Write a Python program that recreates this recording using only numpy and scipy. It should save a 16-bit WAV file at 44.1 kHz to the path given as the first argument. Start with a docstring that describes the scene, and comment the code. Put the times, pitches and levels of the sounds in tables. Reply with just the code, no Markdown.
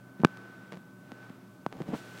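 """In a quiet gallery ventilation hums and a small motor whines, swelling and fading throughout.
A hand shifts its grip on a phone: a few finger ticks, then a hard clack on the case at a quarter second.
The grip creaks at 0.7 s and slips in small clicks; a lighter knock follows near 1.7 s.
Dull finger bumps crowd in, and skin drags over the case in a last sliding rustle."""
import sys
import numpy as np
from scipy import signal
from scipy.fft import rfft, irfft
from scipy.io import wavfile

SR = 44100
rng = np.random.default_rng(int(sys.argv[2]) if len(sys.argv) > 2 else 0)


def log_audio(samples):
    """Write samples as a 16-bit WAV file to the path given in sys.argv[1]."""
    # one column per channel
    frames = np.atleast_2d(samples).T
    # limit to full scale, then quantise
    limited = np.clip(frames, -1, 1)
    pcm = np.round(limited * 32767).astype(np.int16)
    wavfile.write(sys.argv[1], SR, pcm)


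N = 97020
T = np.arange(N) / SR


def undb(db):
    """Decibels to gain."""
    return 10 ** (np.asarray(db) / 20)


def fader(table, column):
    """Gain over time from a column of levels in dB; the first column is the time."""
    rows = np.array(table)
    return undb(np.interp(T, rows[:, 0], rows[:, column]))


def noise(spectrum):
    """Noise of unit RMS, coloured by points of frequency and relative level."""
    hz, db = np.array(spectrum).T
    bins_hz = np.maximum(np.arange(N // 2 + 1) * SR / N, 1)
    colour = undb(np.interp(np.log(bins_hz), np.log(hz), db))
    x = irfft(rfft(rng.standard_normal(N)) * colour, N)
    return x / x.std()


def drift(rate_hz):
    """Smooth random movement with unit spread."""
    bins_hz = np.arange(N // 2 + 1) * SR / N
    x = irfft(rfft(rng.standard_normal(N)) * np.exp(-(bins_hz / rate_hz) ** 2), N)
    return x / x.std()


def pole(x, hz, kind="low"):
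    """Gentle one-pole filter."""
    return signal.lfilter(*signal.butter(1, min(hz, SR / 2 - 1000), kind, fs=SR), x)


def resonate(x, hz, damping, kind):
    """Two-pole resonance: low, band or high output."""
    w = 2 * np.tan(np.pi * hz / SR)
    numerator = {"low": [w * w], "band": [damping * w, 0], "high": [1, 0, 0]}[kind]
    return signal.lfilter(*signal.bilinear(numerator, [1, damping * w, w * w]), x)


def peak(x):
    """Scale to a peak of one."""
    return x / np.abs(x).max()


def push():
    """One instant push, with room after it for a ring to die away."""
    return signal.unit_impulse(4096)


def mic_bass_cut(x):
    """The microphone's bass cut turns a push into a short low swing."""
    return pole(resonate(x, hz=172, damping=.5, kind="high"), 60, "high")


def add(out, start_s, x):
    """Mix a sound in at its time."""
    i = int(start_s * SR)
    out[i:i + len(x)] += x[:max(N - i, 0)]


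def ventilation():
    """Wavering low tones in a bed of dull air noise."""
    # hum tones: pitch_hz, level_db, waver_hz
    tones = [(119.5, -60.5, 5), (188.6, -58.5, 12), (262.6, -62.5, 7.2), (309, -70.5, 8.7),
             (359, -68, 12.4), (601, -70.5, 18)]
    # colour of the air: frequency_hz, relative_db
    air_colour = [(20, -32), (50, -21), (85, -14), (120, 0.5), (190, 0.5), (330, -3), (450, -10.5),
                  (700, -12.5), (1300, -15), (1900, -27.5), (3500, -35.5), (8000, -35), (15500, -33)]
    hum = np.zeros(N)
    for pitch_hz, level_db, waver_hz in tones:
        tone = np.sqrt(2) * np.sin(2 * np.pi * pitch_hz * T + .96 * drift(waver_hz))
        hum += undb(level_db) * tone * (1 + .3 * drift(waver_hz))
    return hum + undb(-56.5) * noise(air_colour)


def motor():
    """A small motor: a thin, fluttering whine over a soft whirr, both swelling and fading."""
    # swells of the motor: time_s, whine_db, whirr_db
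    swells = [(0, -62.5, -65.5), (.16, -61, -65), (.23, -59, -57.5), (.29, -54, -54.5), (.45, -54, -55.5),
              (.68, -58, -58), (.82, -62, -64), (.93, -62, -71), (1.06, -62.5, -62.5), (1.17, -58, -56.5),
              (1.25, -54.5, -55.5), (1.34, -65, -60), (1.48, -66.5, -69), (1.62, -65.5, -75),
              (1.88, -66, -66), (1.97, -56.5, -53.5), (2.2, -53, -53.5)]
    # colour of the whirr: frequency_hz, relative_db
    whirr_colour = [(100, -32), (300, 4), (600, -1), (1000, -4.5), (1400, 1), (1900, -7.5), (3000, -14),
                    (5000, -21), (9000, -30.5), (15500, -57)]
    pitch_hz = 1516 * (1 + .00063 * drift(10.5))
    phase = 2 * np.pi * np.cumsum(pitch_hz) / SR
    whine = np.sqrt(2) * np.sin(phase) * undb(.38 * drift(25))
    return fader(swells, 1) * whine + fader(swells, 2) * noise(whirr_colour)


def grip():
    """Fingers stick and slip in sharp little clicks and land in soft bumps."""
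    # stick-slip clicks: start_s, peak_db, brightness_hz
    clicks = [(.1962, -47, 700), (.2017, -39, 1200), (.2148, -47, 3000), (0.2187, -39, 2000),
              (.2712, -33.5, 500), (0.3727, -33, 5000), (0.7216, -33.5, 1100), (0.7234, -27.5, 690),
              (0.73, -40, 500), (0.7318, -32.5, 800), (0.7387, -35, 600), (.7447, -38, 900),
              (0.7558, -39.5, 600), (0.767, -46, 900), (0.7712, -43, 800), (.7730, -36, 700),
              (1.119, -28.5, 706), (1.2974, -40, 1500), (1.7162, -46, 900), (1.7265, -27, 596),
              (1.7290, -43, 700), (1.7696, -45, 3000), (1.8199, -28.5, 900), (2.1770, -34, 3000),
              (2.1864, -33, 6000), (2.1962, -32, 7050)]
    # finger bumps: start_s, peak_db, pitch_hz
    bumps = [(0.1964, -33.5, 260), (.2020, -31, 262), (0.207, -33.5, 240), (0.2153, -33.5, 200),
             (0.2197, -41, 200), (0.7376, -40, 307), (0.771, -39.5, 218), (1.1224, -36, 304),
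             (1.3018, -37, 230), (1.377, -47, 158), (1.7520, -38.5, 260), (1.8037, -28, 450),
             (1.8061, -28, 345), (1.8115, -26.5, 233), (1.8177, -36.5, 204), (1.8873, -28, 240),
             (1.9036, -36, 327), (1.9129, -38, 250), (1.9188, -38, 240), (1.9316, -34.5, 407),
             (1.9356, -22.5, 270), (1.9402, -28, 500), (1.9430, -27, 600), (1.9494, -27.5, 500),
             (1.956, -45, 350)]
    out = np.zeros(N)
    for start_s, peak_db, brightness_hz in clicks:
        click = pole(pole(push(), brightness_hz), 3100)
        add(out, start_s, undb(peak_db) * peak(mic_bass_cut(click)))
    for start_s, peak_db, pitch_hz in bumps:
        bump = resonate(push(), pitch_hz, damping=1, kind="low")
        add(out, start_s, undb(peak_db) * peak(mic_bass_cut(bump)))
    return out


def snap(brightness_hz):
    """The crisp instant of contact."""
    contact = resonate(push(), brightness_hz, damping=1.27, kind="low")
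    return -peak(pole(contact, 1300, "high"))


def knocks():
    """Each knock is a low thud, a very short ring of the case and a sharp snap."""
    # hard knocks on the case: start_s, thud_db, ring_db, ring_hz, snap_db, snap_hz
    hits = [(.23542, -14.5, -18.5, 1040, -48, 2800), (.24420, -27.5, -30, 1020, -25, 820),
            (.24788, -6.3, -8, 1580, -21, 2700), (.25044, -18.8, -35, 550, -15, 1640),
            (1.66384, -25.5, -17.4, 1040, -22.5, 1450)]
    out = np.zeros(N)
    body = resonate(push(), hz=286, damping=1.18, kind="low")
    thud = peak(mic_bass_cut(pole(body, 3800)))
    for start_s, thud_db, ring_db, ring_hz, snap_db, snap_hz in hits:
        ring = resonate(push(), ring_hz, damping=.9, kind="band")
        ring = peak(resonate(ring, ring_hz, damping=.9, kind="low"))
        add(out, start_s, undb(thud_db) * thud - undb(ring_db) * ring + undb(snap_db) * snap(snap_hz))
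    add(out, .24871, undb(-5.6) * snap(1750))  # the case chatters once after the hardest knock
    return out


def crack(start_s=.248, decay_s=.0012):
    """A millisecond of bright grit as the hardest knock lands."""
    age_s = np.maximum(T - start_s, 0)
    envelope = (T > start_s) * np.exp(-age_s / decay_s)
    grit = pole(rng.standard_normal(N), 5000, "high")
    return undb(-34) * envelope * grit


def creak(start_s=.717, fade_s=.048):
    """The grip drags between its slips: a rough scrape with a fast attack that soon dies away."""
    age = (T - start_s) / fade_s
    envelope = np.clip(age / .1, 0, 1) * np.exp(-2 * age ** 2)
    grains = rng.standard_normal(N) * undb(4 * drift(700))
    dulled = pole(pole(grains, 700), 3000)
    scrape = resonate(dulled, hz=380, damping=.7, kind="high")
    return undb(-50) * envelope * scrape / scrape.std()


def slide(grain_db=1, grain_hz=900):
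    """Skin drags over the case: a grainy low rub and a fine hiss."""
    # stroke of the hand: time_s, rub_db, hiss_db
    stroke = [(0, -97, -74), (1.68, -78, -71), (1.73, -49.5, -70.5), (1.82, -47.5, -63), (1.85, -53, -70),
              (1.89, -43, -60), (1.92, -43, -67), (1.945, -34, -58.5), (1.97, -49, -52.5),
              (2.01, -62, -58.5), (2.08, -57, -59), (2.15, -62, -58.5), (2.2, -90, -55)]
    # colour of the rub: frequency_hz, relative_db
    rub_colour = [(50, -19), (150, 1.5), (350, -4), (700, -9.5), (1400, -18.5), (3000, -27.5), (15000, -62)]
    # colour of the hiss: frequency_hz, relative_db
    hiss_colour = [(200, -38), (1000, -12), (2200, 1), (4000, -3.5), (8000, -8.5), (11000, -14.5),
                   (15500, -16)]
    grain = undb(grain_db * drift(grain_hz))
    grain /= np.sqrt(np.mean(grain ** 2))
    return grain * (fader(stroke, 1) * noise(rub_colour) + fader(stroke, 2) * noise(hiss_colour))


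def scene():
    """A mono bed of ventilation and motor, with the handling noise on top."""
    return (ventilation() + motor() + grip() + knocks() + crack() + creak() + slide())[None]


def record(dry):
    """The phone cuts the top steeply above 15.8 kHz."""
    return signal.sosfilt(signal.ellip(10, .1, 70, 15800, fs=SR, output="sos"), dry)


dry = scene()
out = record(dry)
log_audio(out)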